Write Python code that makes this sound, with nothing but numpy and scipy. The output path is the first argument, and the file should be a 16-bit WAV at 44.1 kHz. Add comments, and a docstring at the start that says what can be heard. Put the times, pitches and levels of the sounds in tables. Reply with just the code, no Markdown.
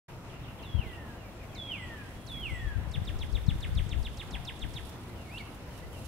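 """A songbird sings three falling whistles and a run of fast chips: gliding sines with weak overtones.
A second bird gives a two-note call; a far bird repeats a phrase, others give burry notes, and thin faint
whistles sound between, some of them echoes of the songbird's whistles. Dying noise tails scatter it all
through a pine wood. Lumpy low noise and short pulses are gusts at the microphone ports; grainy bright
noise is leaves on the right, with ticking twigs. A flickering noise bed is far traffic and far leaves."""
import sys
import numpy as np
from scipy import signal
from scipy.io import wavfile
from scipy.ndimage import uniform_filter1d

SR = 44100
rng = np.random.default_rng(int(sys.argv[2]) if len(sys.argv) > 2 else 0)


def transcribe(u):
    """Save the signal u as a 16-bit wav file named by the first command-line argument.

    u: samples, shape (n,) or (channels, n), limited to [-1, 1]; the rate is SR.
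    q: integer samples, one column per channel.
    """
    v = np.clip(np.atleast_2d(u).T, -1, 1)
    q = np.round(v * 32767).astype(np.int16)
    wavfile.write(sys.argv[1], SR, q)


N = 267819

# The songbird. Pan is left minus right throughout.
# whistle contour: steep flick, shelf, loud drop, sagging tail [t/s from the drop, f/Hz, level/dB re top]
WHISTLE_SHAPE = [(-.187, 7800, -40), (-.182, 6400, -20), (-.177, 4400, -17), (-.17, 4040, -15.5),
                 (-.15, 3580, -10.5), (-.13, 3430, -5.5), (-.1, 3340, -15), (-.05, 3290, -10),
                 (-.03, 3220, -6), (.008, 2740, 0), (.035, 2310, -9), (.062, 2060, -12), (.11, 1960, -9),
                 (.2, 1790, -12.5), (.295, 1592, -16), (.32, 1540, -31)]
# each whistle [t/s of the drop, tail length factor, top level/dB, tail boost/dB, overtone boost/dB]
WHISTLES = [(.808, 1.3, -46, 1.5, -14), (1.732, 1.2, -38, -2.5, -3), (2.451, 1.04, -37.5, 1.5, -1)]
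# chip contour [t/s from its mark, f/Hz, level/dB re top]
CHIP_SHAPE = [(-.005, 8720, -21), (-.0035, 8630, -18.5), (0, 6660, -17), (.003, 4980, -13.5),
              (.006, 4408, -25), (.012, 4214, -18.5), (.019, 4043, -26), (.023, 3854, -10.5),
              (.031, 3585, -4), (.039, 3258, -4), (.044, 2730, -4.5), (.048, 2162, -8), (.054, 1800, -14),
              (.061, 1597, -14.5), (.066, 1500, -33)]
# each chip [t/s of the mark, head length factor, top level/dB, pan/dB]
CHIPS = [(2.916, 0.95, -40, -2.0), (3.052, 0.91, -41, -2.7), (3.189, 0.94, -40, -1), (3.327, 0.98, -40, -2),
         (3.465, 0.97, -39.5, 3), (3.607, 0.84, -39.5, -2), (3.752, 0.88, -38, -3),
         (3.893, 0.83, -39, -3.5), (4.029, 0.92, -39, -3), (4.173, 0.94, -38.5, -4),
         (4.31, 0.97, -38, -3.5), (4.451, 0.99, -37, -2), (4.595, 0.94, -38, -3), (4.739, 0.98, -39.5, -5)]
# overtones the throat lets through [f/Hz, level/dB re fundamental]
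THROAT = [(7000, -64), (7500, -25), (8100, -14.5), (8700, -24), (9300, -60), (11300, -54), (12100, -25),
          (13000, -59)]
# whistle pan by pitch [f/Hz, pan/dB]
WHISTLE_PAN = [(1600, 3), (2700, -4.5), (3500, -2.5), (8000, -18)]
TAIL_S, HEAD_S = .15, .035   # whistles stretch after this moment, chips before this one
THIRD_DB = -10.5   # the third multiple is weaker than the throat alone would make it
FLICK_SPREAD_DB = 3   # the flick above 4.5 kHz differs from chip to chip

# nearer bird's call, rising then falling note [t/s, f/Hz, level/dB before a fixed gain of 0.96]
CALL_RISE = [(5.255, 2270, -59), (5.285, 2200, -63), (5.295, 2116, -55), (5.315, 2400, -54),
             (5.335, 2600, -53), (5.352, 2676, -41.5), (5.366, 2790, -53.5), (5.378, 2844, -40),
             (5.384, 3770, -46), (5.389, 4930, -50)]
CALL_FALL = [(5.383, 3110, -54), (5.394, 2383, -54), (5.409, 2230, -43), (5.418, 2120, -55),
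             (5.424, 1910, -60)]
# its overtones [f/Hz, level/dB re fundamental]
CALL_OVERTONES = [(4000, -18), (4600, -14), (5200, -22), (5700, -31), (7200, -30), (7900, -25), (8800, -26),
                  (9500, -60)]

# far bird's three-note phrase [t/s in phrase, length/s, start f/Hz, end f/Hz, level/dB re phrase]
PHRASE = [(0, .024, 3800, 2600, -5.5), (.042, .016, 2500, 3200, -1), (0.056, .02, 2550, 2950, -6)]
# each time it is sung [t/s, level/dB]
PHRASE_REPEATS = [(.288, -57), (.433, -54), (.583, -53), (.733, -54), (.883, -54)]
# thin faint whistles, some of them echoes of the songbird's whistles
# [t/s, length/s, start f/Hz, end f/Hz, level/dB, pan/dB]
FAINT_WHISTLES = [(1.173, 0.056, 3030, 2620, -64, 1), (1.22, 0.082, 2470, 2210, -64.5, -13),
                  (2.145, 0.15, 3340, 3300, -75, 0.1), (2.58, 0.039, 3405, 3350, -61, 7),
                  (2.662, 0.043, 3370, 3270, -63, 3), (5.073, .04, 1984, 2080, -67, -14),
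                  (5.816, 0.047, 1924, 2080, -60, -9)]
# burry far notes, strings of tiny falling chirps [t/s, length/s, start f/Hz, end f/Hz, level/dB, pan/dB]
BURRY_NOTES = [(1.393, 0.049, 2540, 2080, -55, 3), (1.487, 0.036, 3400, 3070, -64, 9),
               (1.524, 0.043, 2550, 2030, -56, 3), (1.655, 0.05, 2520, 2010, -56.5, 6),
               (1.974, 0.054, 2550, 2345, -59, 2), (2.318, 0.063, 2620, 2080, -58, 7),
               (5.151, 0.087, 3040, 2520, -64.5, 14), (5.698, .09, 3090, 2800, -67, 11),
               (5.92, 0.07, 3050, 2660, -63.5, 15)]
BURR_S, BURR_HZ = 0.018, 252   # chirp spacing, half the sweep of one chirp

# scatter: decay time, level
BRANCH_T60_S, BRANCH_DB = 0.078, -3.5
WOOD_T60_S, WOOD_DB = .3, -9
FAR_T60_S, FAR_DB = 1.45, -8
FAINT_WET_DB = 5   # extra send of far birds and faint whistles into the scatter

# slow rise and fall of wind at the ports [t/s, left level/dB, right level/dB]
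WIND_RISE_AND_FALL = [(0.09, -56, -66), (0.6, -53, -47), (1.2, -69, -68), (2.1, -56, -60), (2.45, -48, -42),
                      (2.9, -33, -46), (3.25, -33.5, -40), (3.6, -32.5, -36), (4.0, -26, -41),
                      (4.15, -49, -46), (4.5, -43.5, -54), (4.8, -43.5, -56), (5.0, -62, -65),
                      (5.6, -99, -70), (6.07, -46, -56)]
# buffets on top of it [t/s, half-length/s, peak level/dB, pan/dB]
BUFFETS = [(0.771, 0.028, -33.5, 20), (0.859, 0.042, -42.5, -20), (2.527, 0.021, -31.5, 16.5),
           (2.654, 0.033, -36.5, 9), (2.784, 0.024, -36, 24), (2.977, 0.029, -30, 12),
           (3.162, 0.032, -37.5, 11), (3.35, 0.035, -35, 19), (3.537, .035, -29, 4),
           (3.775, 0.054, -27.5, 10), (4.03, 0.033, -37, 13), (4.375, 0.063, -45.5, 17),
           (4.68, 0.095, -46.5, 24), (5.864, .06, -48, 12)]
# single eddies [t/s, pulse gain/dB, port: 0 left, 1 right]
EDDIES = [(0.793, -18.5, 0), (2.778, -18, 0), (3.019, -16.5, 0), (3.485, -5.5, 0), (3.691, -19.5, 1),
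          (3.749, -25, 0), (3.865, -16.5, 0)]
# wind colour [f/Hz, level/dB per Hz]
WIND_COLOUR = [(20, -7), (55, 7.5), (110, -2.5), (170, -13.5), (260, -31), (400, -54)]

# leaves swelling with the breeze [t/s, level/dB before panning]
RUSTLE = [(0, -76.5), (1.5, -76.5), (2.3, -71), (2.9, -71.5), (3.5, -67.5), (3.9, -70), (4.2, -66.5),
          (4.6, -69), (4.8, -64.5), (4.9, -65), (4.97, -70.5), (5.7, -69.5), (6.07, -67.5)]
# rustle colour [f/Hz, level/dB per Hz]
RUSTLE_COLOUR = [(2500, 7.5), (5000, 4), (8000, 0), (11000, 6), (13500, -7), (15900, -32)]
# a branch shakes [t/s, peak level/dB before panning]
SHAKES = [(2.31, -71), (2.65, -73), (5.38, -65), (5.78, -69), (6.06, -64.5)]
SHAKE_S = 0.058   # half-length of a shake
# twig ticks [t/s, burst gain/dB before filter and panning]
TWIG_TICKS = [(4.893, -55), (5.546, -58.5), (5.777, -59), (5.93, -56.5)]

# colour of far traffic and far leaves [f/Hz, level/dB per Hz]
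AIR_COLOUR = [(12, -66), (20, -13.5), (49, -2.5), (88, -2.5), (123, -1.5), (145, -7.5), (220, -9.5),
              (364, -14), (396, -15), (751, -17), (1940, -26.5), (2290, -26), (3580, -33.5), (10300, -44),
              (15700, -42.5)]
# pan of every noise bed by frequency [f/Hz, pan/dB]
AIR_PAN = [(100, 1), (1000, 1), (4000, 0), (12000, 0)]
# left-right likeness of the traffic bed [f/Hz, correlation from -1 to 1]
AIR_LIKENESS = [(60, 0.86), (130, 1), (300, 0.84), (640, 0.78), (1400, 0.42), (3100, -0.31), (6800, -0.23),
                (15000, 0.12)]
AIR_DB = -43.5

START_S, CUTOFF_HZ = 0.081, 15740   # end of the opening silence, top of the band


def amp(db):
    """dB to gain."""
    return 10 ** (np.asarray(db) / 20)


def sides(pan_db):
    """Left and right gains, half the pan up on one side and half down on the other."""
    return amp(np.array([pan_db / 2, -pan_db / 2]))


def rms_one(x):
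    """Scale to rms 1."""
    return x / np.sqrt(np.mean(x ** 2) + 1e-20)


def in_time(rows):
    """Table columns as curves over all samples."""
    s, *columns = np.transpose(rows)
    return [np.interp(np.arange(N) / SR, s, c) for c in columns]


def at_hz(points, hz):
    """Read an [f/Hz, value] table on a log axis."""
    table = np.array(points)
    return np.interp(np.log(hz), np.log(table[:, 0]), table[:, 1])


def swell(s, half, db):
    """A bell-shaped swell of power."""
    return amp(db) ** 2 * np.exp(-2 * ((np.arange(N) / SR - s) / half) ** 2)


def drift(rate):
    """Random wander of rms 1: noise through two equal low-pass poles at rate Hz."""
    step = 40   # computed every 40 samples, then joined by lines
    r = np.exp(-2 * np.pi * step * rate / SR)
    noise = rng.standard_normal(N // step + 2002)
    slow = signal.lfilter([1], [1, -2 * r, r * r], noise)[2000:]
    return np.interp(np.arange(N) / step, np.arange(len(slow)), rms_one(slow))


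def coloured(spectrum, flicker_db, likeness):
    """About half-octave bands of stereo noise with their own level, flicker and likeness; rms 1."""
    low, high = spectrum[0][0], spectrum[-1][0]
    edges = np.geomspace(low, min(high, 16500), int(2 * np.log2(high / low)) + 2)
    out, together, white = 0, drift(7.7), rng.standard_normal((2, 2, N))
    for k, (a, b) in enumerate(zip(edges, edges[1:])):
        band = signal.butter(2, [a, b], "band", fs=SR, output="sos")
        mid, side = signal.sosfilt(band, white[k % 2])   # neighbouring bands use different noise
        hz = np.sqrt(a * b)
        alike = np.clip(at_hz(likeness, hz), -1, 1)
        flicker = flicker_db * (together + 1.76 * drift(5.3))
        gain = amp(at_hz(spectrum, hz) + flicker) * sides(at_hz(AIR_PAN, hz))[:, None]
        out = out + gain * (np.sqrt(1 + alike) * mid + np.sqrt(1 - alike) * side * [[1], [-1]])
    return rms_one(out)


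def no_overtones(hz):
    """Overtones so weak that the note is a plain sine."""
    return -90 + 0 * hz


def add_note(out, rows, pan, overtones=no_overtones, flutter=0.96, third_db=0):
    """Sing [t/s, f/Hz, level/dB] rows into out: a gliding sine, weak overtones, soft ends."""
    s, hz, db = np.transpose(rows)
    at = np.arange(int(s[0] * SR), min(int(s[-1] * SR), N))
    pitch = np.exp(np.interp(at / SR, s, np.log(hz)))
    level = np.interp(at / SR, s, db)
    # the syrinx rounds its bends
    pitch = uniform_filter1d(pitch, size=min(len(at) // 25 + 1, SR // 200), mode="nearest")
    phase = 2 * np.pi * np.cumsum(pitch) / SR
    tone = np.sin(phase)
    for k in range(2, 5):
        gain = amp(overtones(k * pitch) + third_db * (k == 3))
        tone = tone + gain * (k * pitch < SR / 2) * np.sin(k * phase)
    ends = np.clip(np.minimum(at - at[0], at[-1] - at) / (.002 * SR), 0, 1)
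    loudness = np.sqrt(2) * amp(level) * ends * np.broadcast_to(flutter, N)[at]
    out[:, at] += loudness * tone * sides(pan(pitch))


def singer():
    """Whistles and chips of the songbird; moving air makes the level waver on the way."""
    out, waver = np.zeros((2, N)), amp(1.3 * drift(33.0) + 1.38 * drift(133.0))
    for drop, stretch, top_db, tail_db, overtone_db in WHISTLES:
        rows = [(drop + s + (stretch - 1) * max(s - TAIL_S, 0), hz, top_db + db + tail_db * (s > TAIL_S))
                for s, hz, db in WHISTLE_SHAPE]
        add_note(out, rows, lambda hz: at_hz(WHISTLE_PAN, hz),
                 lambda hz: at_hz(THROAT, hz) + overtone_db, waver, THIRD_DB)
    chance = rng.standard_normal((len(CHIPS), len(CHIP_SHAPE)))
    for (start, stretch, top_db, pan_db), draws in zip(CHIPS, chance):
        rows = [(start + s + (stretch - 1) * min(s, HEAD_S), hz,
                 top_db + db + FLICK_SPREAD_DB * draw * (hz > 4500))
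                for (s, hz, db), draw in zip(CHIP_SHAPE, draws)]
        add_note(out, rows, lambda hz: pan_db + 0 * hz, lambda hz: at_hz(THROAT, hz), waver, THIRD_DB)
    return out


def near_caller():
    """The two-note call, gliding sines with overtones of their own."""
    out = np.zeros((2, N))
    for rows in (CALL_RISE, CALL_FALL):
        add_note(out, rows, lambda hz: -2.5 + 0 * hz, lambda hz: at_hz(CALL_OVERTONES, hz))
    return out


def arch(s, length, a, b, top_db, end_db):
    """Rows of a short glide from a to b Hz that swells and fades, its ends end_db below the top."""
    return [(s, a, top_db - end_db),
            (s + length / 2, (a + b) / 2, top_db),
            (s + length, b, top_db - end_db)]


def far_birds_and_faint_whistles():
    """The repeated phrase, faint whistles (some echo the songbird) and burry notes: wavering sine glides."""
    out, waver = np.zeros((2, N)), amp(2.0 * drift(62.0))
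    for start, phrase_db in PHRASE_REPEATS:
        for s, length, a, b, db in PHRASE:
            rows = arch(start + s, length, a, b, phrase_db + db, 6)
            add_note(out, rows, lambda hz: 6 + 0 * hz, flutter=waver)
    out[1] *= -1   # flipped polarity: from far left the phrase is half a cycle late at the right port
    for s, length, a, b, db, pan_db in FAINT_WHISTLES:
        add_note(out, arch(s, length, a, b, db, 3.3), lambda hz: pan_db + 0 * hz, flutter=waver)
    for s, length, a, b, db, pan_db in BURRY_NOTES:
        for t in np.arange(0, length, BURR_S):
            centre = a + (b - a) * t / length
            swell_db = -5.0 * abs(2 * t / length - 1)
            rows = arch(s + t, BURR_S, centre + BURR_HZ, centre - BURR_HZ, db + swell_db, 7.7)
            add_note(out, rows, lambda hz: pan_db + 0 * hz, flutter=waver)
    return out


def wood(x):
    """Scatter off branches, near trunks and far wood: three dying noises, own in each ear, lumpy."""
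    t, tail = np.arange(int(1.5 * SR)) / SR, 0
    trunks = amp(2.5 * np.array([drift(45), drift(45)])[:, :len(t)])   # lumps where trunks stand
    layers = ((BRANCH_T60_S, BRANCH_DB, .003), (WOOD_T60_S, WOOD_DB, .025), (FAR_T60_S, FAR_DB, .08))
    for t60, db, rise in layers:
        part = trunks * rng.standard_normal((2, len(t))) * amp(-60 * t / t60) * np.minimum(t / rise, 1)
        tail = tail + amp(db) * part / np.sqrt(np.sum(part ** 2, axis=1, keepdims=True))
    wet = signal.fftconvolve(x.mean(axis=0, keepdims=True), tail, axes=1)[:, :N]
    soak = signal.butter(1, 6000, fs=SR, output="sos")   # leaves soak up the treble
    return signal.sosfilt(soak, wet) * sides(-3.7)[:, None]


def wind():
    """Turbulence at the ports: lumpy low noise, own at each port, with buffets and single eddies."""
    lumps = amp(3.2 * np.array([drift(29.0), drift(26.0)]))
    power = amp(np.array(in_time(WIND_RISE_AND_FALL))) ** 2
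    for s, half, db, pan_db in BUFFETS:
        power = power + swell(s, half, db) * sides(pan_db)[:, None] ** 2
    ports = np.sqrt(power) * rms_one(lumps * coloured(WIND_COLOUR, 1.36, [(20, 0.028), (400, 0)]))
    t = np.arange(-.02, .04, 1 / SR)
    eddy = np.cos(2 * np.pi * 95 * t + .5) * np.exp(-((t - .002) / 0.0034) ** 2)
    for s, db, port in EDDIES:
        i = int((s - .02) * SR)
        ports[int(port > .5), i:i + len(t)] += amp(db) * eddy
    return ports


def leaves():
    """Bright grainy noise for rustle and short noise bursts for twig ticks, mostly at the right."""
    power = amp(in_time(RUSTLE)[0]) ** 2 + sum(swell(s, SHAKE_S, db) for s, db in SHAKES)
    grain = amp(1.85 * drift(39.0))
    rustle = np.sqrt(power) * grain * coloured(RUSTLE_COLOUR, 0.64, [(2500, -0.0095), (15000, 0.39)])
    ticks, t = np.zeros(N), np.arange(SR // 50) / SR
    for s, db in TWIG_TICKS:
        ticks[int(s * SR):][:len(t)] += amp(db) * rng.standard_normal(len(t)) * np.exp(-t / 0.0079)
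    ticks = signal.sosfilt(signal.butter(2, 5000, "high", fs=SR, output="sos"), ticks)
    return (rustle + ticks) * sides(-19.5)[:, None]


def traffic_and_far_leaves():
    """The background bed: one gently flickering noise, rumble at the bottom and faint hiss on top."""
    return amp(AIR_DB) * coloured(AIR_COLOUR, 0.68, AIR_LIKENESS)


def scene():
    """All sources in the wood; far birds and faint whistles reach the ear more by scatter."""
    near, faint = singer() + near_caller(), far_birds_and_faint_whistles()
    send = near + amp(FAINT_WET_DB) * faint[0]   # only the left side of the faint layer feeds the scatter
    birds = near + faint + wood(send)
    return birds + wind() + leaves() + traffic_and_far_leaves()


def record(dry):
    """Sound opens after a short silence; a steep low-pass cuts the top."""
    opened = dry * np.clip((np.arange(N) / SR - START_S) / 0.0047, 0, 1)
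    return signal.sosfilt(signal.ellip(14, .5, 70, CUTOFF_HZ, fs=SR, output="sos"), opened)


dry = scene()
out = record(dry)
transcribe(out)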